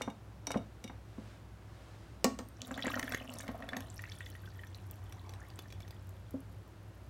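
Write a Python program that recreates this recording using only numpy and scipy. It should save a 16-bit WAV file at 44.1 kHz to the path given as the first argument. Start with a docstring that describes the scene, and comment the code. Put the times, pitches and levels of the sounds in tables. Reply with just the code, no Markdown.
"""In a small room, at a wooden table, a hand taps and shifts a capped glass bottle, with a rustle of sleeve.
A steel flask knocks on the rim of a tumbler, pours tea over ice, and is set down. A machine hums throughout.
Knocks, taps and clinks are fading tones (the ways an object rings) mixed with short bursts of noise.
The pour is swarms of chirping bubbles, a noisy splash and the drumming of the stream on the cubes;
the larger bubbles, the clinks and the sharper cracks are placed one by one."""
import sys
import numpy as np
from scipy import signal
from scipy.fft import rfft, irfft
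from scipy.io import wavfile

SR = 44100
rng = np.random.default_rng(int(sys.argv[2]) if len(sys.argv) > 2 else 0)


def dump_mix(stems):
    """Bounce the given channels to the path in sys.argv[1] as a 16-bit WAV at rate SR."""
    frames = np.atleast_2d(stems).T  # one column per channel
    limited = np.clip(frames, -1, 1)  # hard clip at full scale
    pcm = np.round(limited * 32767).astype(np.int16)
    wavfile.write(sys.argv[1], SR, pcm)


N = 312669
T = np.arange(N) / SR  # time in the scene, seconds
AGE = np.arange(SR // 2) / SR  # time since a sound began, seconds

# How the tumbler rings when shoved or drummed on.
# Each row: pitch in Hz, level in dB, time to fall by 60 dB in seconds.
TUMBLER_MODES = [(247.3, 6, 0.095), (282, -2.5, 0.16), (539.3, -1.5, 0.096), (622, -19, 0.18),
                 (820, -10, 0.018), (1112, -13, 0.12)]
# Seconds: the tea first lands, the cubes lift off the bottom, the last drips start to die away.
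POUR_S, FLOAT_S, DRY_S = 2.65, 3.82, 5.68


def undb(db):
    """Turn decibels into a gain."""
    return 10 ** (np.asarray(db) / 20)


def curve(rows):
    """Join rows of (seconds, value) by straight lines in time."""
    return np.interp(T, *np.transpose(rows))


def unit(x):
    """Scale to an rms (average strength) of 1."""
    return x / np.sqrt(np.mean(x ** 2))


def peak(x):
    """Scale to a peak of 1."""
    return x / np.abs(x).max()


def add(track, s, x):
    """Mix a sound into the track, starting at s seconds."""
    i = max(int(s * SR), 0)
    track[i:i + len(x)] += x[:max(N - i, 0)]


def cut(x, hz, kind, order=2):
    """Butterworth filter: keep the low, high or middle band of pitches."""
    sos = signal.butter(order, np.clip(hz, 10, SR / 2 - 10), kind, fs=SR, output="sos")
    return signal.sosfilt(sos, x)


def colour(x, points):
    """Shape the tone by (Hz, dB) points, with a filter that never sounds ahead of its input."""
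    hz, db = np.transpose(points)
    grid = np.maximum(np.linspace(0, SR / 2, 2049), 1)
    gain = undb(np.interp(np.log(grid), np.log(hz), db))
    # Folding the cepstrum gives the minimum-phase filter, which responds as early as possible.
    cepstrum = irfft(np.log(gain))
    half = len(cepstrum) // 2
    folded = np.r_[cepstrum[0], 2 * cepstrum[1:half], np.zeros(half)]
    response = irfft(np.exp(rfft(folded)))[:half]
    return signal.fftconvolve(x, response)[:len(x)]


def fade(t60):
    """Die away smoothly, falling by 60 dB in t60 seconds."""
    return np.exp(-np.log(1000) * AGE / t60)


def burst(t60):
    """Fading noise, standing for countless ringing tones packed close together."""
    return rng.standard_normal(len(AGE)) * fade(t60)


def ring(modes, spread=0, uneven_db=0):
    """Fading tones of a struck object, a little different in pitch and strength at each blow if asked."""
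    chance = rng.standard_normal((len(modes), 2))
    out = 0
    for k, ((hz, db, t60), (detune, uneven)) in enumerate(zip(modes, chance)):
        tone = np.sin(2 * np.pi * hz * (1 + spread * detune) * AGE)
        out = out + (-1) ** k * undb(db + uneven_db * uneven) * fade(t60) * tone
    return out


def bubble(hz, cycles, glide, count=1800):
    """An air bubble swells within a cycle and rings, its pitch rising as it nears the surface."""
    turns = hz * AGE[:count]
    life = turns / cycles  # 1 once the ring has fallen by 60 dB
    loudness = (1 - np.exp(-turns ** 2)) * np.exp(-np.log(1000) * life)
    return loudness * np.sin(2 * np.pi * turns * (1 + glide * np.minimum(life, 1) / 2))


def specks(rate, scatter_db):
    """Random single clicks of very uneven size, about `rate` of them a second."""
    size = undb(scatter_db * np.minimum(rng.exponential(size=N), 4))
    return (rng.random(N) < rate / SR) * size * rng.choice([-1, 1], N)


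def swarm(rate, low_hz, high_hz, cycles, scatter_db, count=700):
    """Bubbles of random size and loudness, each pitched by its radius; scaled to rms 1."""
    out = np.zeros(N)
    for when, radius, size, life in rng.random((int(rate * N / SR), 4)):
        gain = undb(-scatter_db * np.log(size + 0.0018))
        hz = high_hz * (low_hz / high_hz) ** radius
        one = bubble(hz, cycles * (.5 + life), glide=.16, count=count)
        add(out, when * N / SR, gain * one)
    return unit(out)


def swell(start, end, rise_db_per_s, fall_db_per_s):
    """A gain that rises to 1, holds from start to end (seconds) and dies away."""
    before, after = np.maximum(start - T, 0), np.maximum(T - end, 0)
    return undb(-rise_db_per_s * before - fall_db_per_s * after)


def drone(hz, width_hz, steady):
    """A wavering low tone: a steady part plus a narrow band of rumble."""
    waver = [unit(cut(rng.standard_normal(N + SR), width_hz, "low")[SR:]) for _ in range(2)]
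    phase = 2 * np.pi * np.cumsum(hz * np.ones(N)) / SR
    return unit((steady + waver[0]) * np.sin(phase) + waver[1] * np.cos(phase))


def background():
    """Low drones of a machine, the middle one swelling for a while, over the hiss of the room."""
    # Tone of the room hiss. Each row: pitch in Hz, level in dB.
    air_colour = [(59, -18), (100, 3), (140, -14.5), (202, -17.5), (224, -26), (315, -21.5), (433, -28.5),
                  (608, -27.5), (705, -29.5), (1550, -35.5), (2170, -40.5), (16000, -58)]
    # The 94.9 Hz drone swells: full from and until in seconds, rise and fall in dB per second.
    hum_swell = (4.18, 5.86, 19.4, 8.7)
    air = cut(colour(rng.standard_normal(N), air_colour), 158, "high", order=3)
    air = air / np.std(cut(air, 300, "high", order=4))  # its part above 300 Hz sets the level
    low = drone(61.7, width_hz=7, steady=2.0) * undb(-56.5)
    upper = drone(94.9, width_hz=8, steady=3.04) * undb(-49.5) * swell(*hum_swell)
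    rumble = drone(104.6, width_hz=9.5, steady=1.76) * undb(-56.5)  # a rougher drone beside it
    return air * undb(-61) + cut(low + upper + rumble, 42.5, "high", order=4)


def sleeve():
    """Soft, grainy rustle of cloth that swells and fades with each move of the arm."""
    # Tone of the cloth. Each row: pitch in Hz, level in dB.
    cloth_colour = [(300, 13.5), (1200, 9.5), (4000, 2), (9000, -7), (15000, -23)]
    # Each row: loudest moment in seconds, level in dB, rise in seconds, fall in seconds.
    brushes = [(0.01, -55.5, .05, 0.039), (1.3, -61, 0.19, .1), (1.83, -62.5, 0.17, 0.39)]
    moves = np.zeros(N)
    for s, db, rise, fall in brushes:
        moves += undb(db) * np.exp(-((T - s) / np.where(T < s, rise, fall)) ** 2)
    return unit(colour(specks(rate=5000, scatter_db=1.5), cloth_colour)) * moves


def table():
    """The top booms at a pitch set by where it is loaded; soft contacts leave out its higher modes."""
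    # Knocks. Each row: start in seconds, level in dB, boom pitch in Hz, contact cut-off in Hz.
    knocks = [(0.01, -27.5, 236, 1540), (.0770, -25.5, 213, 1020), (0.472, -34.5, 282, 980),
              (0.505, -27.5, 283, 1390), (.542, -29.5, 288, 1690), (.5570, -22, 210, 755),
              (0.575, -32, 220.6, 590), (.843, -38, 219, 705), (0.897, -38, 220, 1520),
              (1.18, -34.5, 217, 600), (6.34, -29.5, 274, 470)]
    # Ringing of the wood. Each row: pitch in Hz, level in dB, time to fall by 60 dB in seconds.
    wood_modes = [(161, -12, .18), (278, -5, .14), (512, -5, .1), (712, -8, .1), (830, -9, .08),
                  (1010, -9, .08)]
    middle_hz, stiff_db_per_hz = 213, -0.04  # away from its middle the top is stiffer: higher and weaker
    hard_db_per_khz = -10  # the harder the contact, the less boom
    out = np.zeros(N)
    for s, db, boom_hz, contact_hz in knocks:
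        boom_db = -0.5 + hard_db_per_khz * contact_hz / 1000 + stiff_db_per_hz * (boom_hz - middle_hz)
        thud = peak(cut(burst(0.048), [260, 2200], "band", order=1))
        plate = undb(-14.5) * ring(wood_modes, spread=0.022) + thud
        boom = ring([(boom_hz, boom_db, .15)]) * (1 - fade(0.015))
        add(out, s, undb(db) * peak(cut(plate, contact_hz, "low", order=3) + boom))
    return out


def bottle():
    """Each tap of the fingers is a dry tick together with the ring of the bottle wall."""
    # Taps. Each row: start in seconds, level in dB, high ring over low ring in dB.
    taps = [(0.0181, -28, 0.5), (0.1007, -44, -9), (0.4693, -25.5, 10.5), (0.5061, -33, 4),
            (0.5163, -29, -1), (0.5726, -37.5, -7), (0.8406, -33, 3), (0.8769, -40.5, -8)]
    # Low and high ring of the wall. Each row: pitch in Hz, level in dB, time to fall by 60 dB in seconds.
    low_modes = [(2245, 6.5, 0.044), (2900, 2, 0.049), (3716, 4, 0.081)]
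    high_modes = [(5400, -16, 0.046), (5670, 5.5, 0.032), (6030, 4, 0.024)]
    out = np.zeros(N)
    for s, db, tilt_db in taps:
        tick = cut(cut(burst(0.032), 680, "high", order=1), 8100, "low")
        low = undb(-tilt_db / 2) * ring(low_modes, spread=0.0084)
        high = undb(tilt_db / 2) * ring(high_modes, spread=0.0023)
        add(out, s, undb(db) * peak(peak(tick) + undb(-12.5) * (low + high)))
    return out


def rim():
    """Steel on glass: a hard crack, a short ring, and a thump as the blow reaches the table."""
    # Each row: start in seconds, level in dB, body in dB, treble edge in Hz, singing glass in dB.
    hits = [(2.2435, -12, -5, 9600, -58), (2.3893, -27.5, -6.5, 5460, -43)]
    # Tumbler and flask in contact. Each row: pitch in Hz, level in dB, time to fall by 60 dB in seconds.
    contact_modes = [(214, 1, .2), (247, -1, .2), (264, -4, .24), (515, 3, .07), (727, -11, .14),
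                     (826, -8, .12), (1114, -7, .18), (1841, -11, .13), (4091, -16, .12), (4980, -17, .11),
                     (6304, -16, .1), (6788, -20, .11), (7434, -19, .1), (8489, -22, .12)]
    # Singing glass. Each row: pitch in Hz, level in dB, time to fall by 60 dB in seconds.
    glass_modes = [(8560, 0, .6), (12050, -3, .6)]
    # Tone of the crack. Each row: pitch in Hz, level in dB.
    crack_colour = [(300, -2), (1000, -30), (2200, 5), (3200, -8.5), (4300, -3), (6500, 0.5), (8400, -2.5),
                    (9500, -10.5), (16000, -7)]
    out = np.zeros(N)
    for s, db, body_db, edge_hz, sing_db in hits:
        crack = peak(colour(burst(0.0088) + undb(-12.0) * burst(0.048), crack_colour))
        crack = cut(crack, edge_hz, "low", order=1)
        thump = peak(cut(burst(0.075), [300, 1000], "band"))
        body = undb(-9) * ring(contact_modes) + undb(-2) * thump
        add(out, s, undb(db) * (crack + undb(sing_db) * ring(glass_modes)))
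        add(out, s + 0.001126, undb(db + body_db) * body * (1 - fade(0.0021)))
    return out


def flask():
    """A soft, hollow gurgle as tea runs back inside the steel flask, made of a swarm of bubbles."""
    # The flask is tipped up: gurgle full from and until in seconds, rise and fall in dB per second.
    slosh = (5.25, 5.4, 22, 50)
    gurgle = swarm(rate=260, low_hz=700, high_hz=1250, cycles=50, scatter_db=2, count=3000)
    return gurgle * undb(-62.5) * swell(*slosh)


def clinks():
    """Wet cubes knock on each other and the glass: contact noise, ringing wall and hollow air above the tea."""
    # Each row: start in seconds, level in dB.
    hits = [(2.994, -24), (3.0281, -27.5), (3.1212, -26), (3.1455, -21.5), (3.4792, -33.5), (3.689, -28.5),
            (3.7667, -28.5), (3.805, -36), (5.1238, -40), (5.293, -39), (5.3365, -39.5), (5.5016, -42.5),
            (5.59, -33), (5.7027, -43), (5.7239, -38.5), (5.8036, -41), (5.82, -48), (5.8782, -43.5),
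            (5.907, -40)]
    # Tone of the contact. Each row: pitch in Hz, level in dB.
    contact_colour = [(400, 19.5), (1400, 5), (3400, 10), (6000, 0), (10000, -3), (16000, -8)]
    # Wall of the filled tumbler. Each row: pitch in Hz, level in dB, time to fall by 60 dB in seconds.
    wall_modes = [(2238, 0, 0.029), (3460, -6, 0.04), (3820, -11, 0.031), (5347, 12, 0.009),
                  (6360, 12, 0.01), (8330, -14.5, 0.068), (11950, -14.5, .05)]
    out = np.zeros(N)
    for s, db in hits:
        air_db = 4 - 6.5 * (s - POUR_S)  # the air above the tea rings less as the glass fills
        contact = peak(colour(burst(0.01) * (1 - fade(0.0099)), contact_colour))
        wall = peak(ring(wall_modes, spread=0.043, uneven_db=7.5) * (1 - fade(0.013)))
        hollow = peak(cut(burst(0.01) * (1 - fade(0.005)), [1500, 2050], "band"))
        add(out, s, undb(db) * peak(contact + undb(-8.5) * wall + undb(air_db) * hollow))
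    return out


def cracks():
    """The ice splits as it warms: a tiny snap of noise around one pitch."""
    # Each row: start in seconds, level in dB, centre pitch in Hz.
    splits = [(2.487, -41.5, 9500), (2.6181, -24.5, 4260), (2.672, -35, 11200), (3.3388, -34.5, 8600),
              (3.3865, -30, 8550), (3.4084, -32, 7210), (4.302, -37, 10300), (4.9115, -31.5, 11000),
              (6.0925, -46, 8000), (6.405, -47.5, 9500), (6.6782, -50, 14300)]
    out = np.zeros(N)
    for s, db, hz in splits:
        snap = burst(0.0015) + undb(-31.5) * burst(0.011)
        add(out, s, undb(db) * peak(cut(snap, [hz * 0.71, hz * 1.45], "band")))
    return out


def shoves():
    """Cubes shove the tumbler against the table: its low ring and a dull thud."""
    # Each row: start in seconds, level in dB.
    pushes = [(2.683, -46), (2.711, -33), (2.778, -34), (2.843, -31.5), (2.866, -26.5), (2.962, -30),
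              (3.031, -40), (3.305, -42), (3.488, -32), (3.77, -32.5)]
    out = np.zeros(N)
    for s, db in pushes:
        glass = peak(ring(TUMBLER_MODES, spread=0.025, uneven_db=2.0))
        thud = peak(cut(burst(0.047), [220, 1100], "band"))
        body = glass + undb(0.5) * thud
        add(out, s, undb(db) * peak(body * (1 - fade(0.0029))))
    return out


def ticks():
    """Tiny snaps all over the ice once it is wet, slowly getting quieter."""
    snaps = signal.fftconvolve(specks(rate=40, scatter_db=5.5), burst(0.0013))[:N]
    since_pour = T - POUR_S
    level_db = -72 - 2 * since_pour
    return unit(cut(snaps, [4500, 12000], "band")) * undb(level_db) * (since_pour > 0)


def plinks():
    """The larger bubbles, each with the splash that traps it and a few smaller ones in its wake."""
    # Bubbles pinching off under the stream. Each row: start in seconds, level in dB, starting pitch in Hz.
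    bubbles = [(2.7093, -33.5, 1600), (2.7417, -35.5, 3530), (2.7772, -30.5, 1616), (2.792, -33, 1870),
               (2.824, -28.5, 3260), (2.8567, -27.5, 1950), (2.8798, -26.5, 1600), (2.902, -31.5, 1190),
               (2.9413, -26.5, 1780), (2.973, -29, 1340), (3.0786, -29, 1684), (3.137, -27.5, 1620),
               (3.1728, -36.5, 2020), (3.403, -37, 1680), (3.545, -36.5, 681), (3.623, -36.5, 1830),
               (3.7319, -27.5, 1707), (3.992, -37, 1830), (4.0387, -32.5, 1910), (4.119, -36.5, 3470),
               (4.2063, -33.5, 1860), (4.262, -40, 3380), (4.3518, -39.5, 1850), (4.459, -47, 3300),
               (4.6349, -41, 1750), (4.7463, -39.5, 3980)]
    shed_db, latest_s, octaves = -15.5, .016, 0.957  # small ones: level, latest delay, highest pitch above
    out = np.zeros(N)
    for s, db, hz in bubbles:
        tone = peak(bubble(hz, cycles=42, glide=.16))
        splash = cut(burst(0.012) * (1 - fade(0.0026)), [hz * 0.58, hz * 1.35], "band")
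        splash = peak(splash)[:len(tone)]
        add(out, s, undb(db) * peak(tone + undb(-2.5) * splash))
        for late, higher in rng.random(size=(3, 2)):
            shed = bubble(hz * 2 ** (octaves * higher), cycles=42, glide=.25)
            add(out, s + latest_s * late, undb(db + shed_db) * shed)
    return out


def stream():
    """The stream drums on the cubes and churns small bubbles in among them; the finest fizz at the surface."""
    # Strength of the stream. Each row: time in seconds, level in dB against full flow.
    flow = [(2.7, -14.5), (2.9, 0.5), (3.22, -11.5), (3.42, -6), (3.58, -19.5), (4.1, -9.5), (4.6, -18)]
    # Tone of the splash. Each row: pitch in Hz, level in dB.
    splash_colour = [(200, 3), (500, 5), (1000, -11.5), (1800, 2), (2500, -1.5), (3300, 3.5), (6000, -4.5),
                     (16000, -41)]
    flow_db = curve(flow)
    onset, lift_off, drip = 130, 174, 23  # dB per second: build-up, end of the drumming, dying drips
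    flowing = swell(POUR_S, DRY_S, onset, drip)
    grounded = swell(POUR_S, FLOAT_S, onset, lift_off)  # while the cubes rest on the bottom

    churn = swarm(rate=420, low_hz=900, high_hz=6000, cycles=36, scatter_db=5, count=1600)
    patter = unit(signal.fftconvolve(specks(rate=510, scatter_db=12.5), burst(0.007))[:N])
    splash = unit(colour(churn + undb(-10.5) * patter, splash_colour))
    fizz = swarm(rate=500, low_hz=5000, high_hz=15500, cycles=20, scatter_db=5, count=300)

    # Each gush rings the tumbler and thumps the pockets of air between the cubes.
    gushes = specks(rate=110, scatter_db=3.5)
    glass = unit(signal.fftconvolve(gushes, ring(TUMBLER_MODES))[:N])
    pockets = unit(cut(signal.fftconvolve(gushes, burst(0.051))[:N], [330, 1150], "band"))
    drumming = unit(undb(3.5) * glass + pockets)

    # Fizz weakens by 2 dB a second as the tea covers the cubes; drumming barely follows the flow.
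    fizz_db = -53.5 + 0.95 * flow_db - 2 * np.maximum(T - POUR_S, 0)
    drum_db = -49.5 + 0.1 * flow_db
    liquid = splash * undb(-49 + flow_db) + fizz * undb(fizz_db)
    return flowing * (liquid + grounded * drumming * undb(drum_db))


def tumbler(x, echo_db, t60):
    """Sound bounces between the tea and the glass wall on its way out, adding short bright echoes."""
    echoes = cut(burst(t60) * (1 - fade(0.005)), 2250, "high", order=1)
    return x + undb(echo_db) * signal.fftconvolve(x, echoes / np.linalg.norm(echoes))[:N]


def room(x, wet_db, t60):
    """Close reflections from the table and walls, duller than the direct sound."""
    tail = cut(burst(t60) * (1 - fade(0.074)), [170, 6000], "band", order=1)
    return x + undb(wet_db) * signal.fftconvolve(x, tail / np.linalg.norm(tail))[:N]


def scene():
    """Mix the handling and the pouring, each with its reflections, over the sleeve and the background."""
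    handling = room(bottle() + table() + rim(), wet_db=-15, t60=0.26)
    ice = clinks() + cracks() + shoves() + ticks()
    inside = tumbler(plinks() + ice + stream(), echo_db=-6, t60=.022)
    pouring = room(inside + flask(), wet_db=-15, t60=0.21)
    return (handling + pouring + sleeve() + background())[None]


def record(dry):
    """The recorder cuts steeply above 16000 Hz."""
    return signal.sosfilt(signal.ellip(10, .2, 70, 16000, fs=SR, output="sos"), dry)


dry = scene()
out = record(dry)
dump_mix(out)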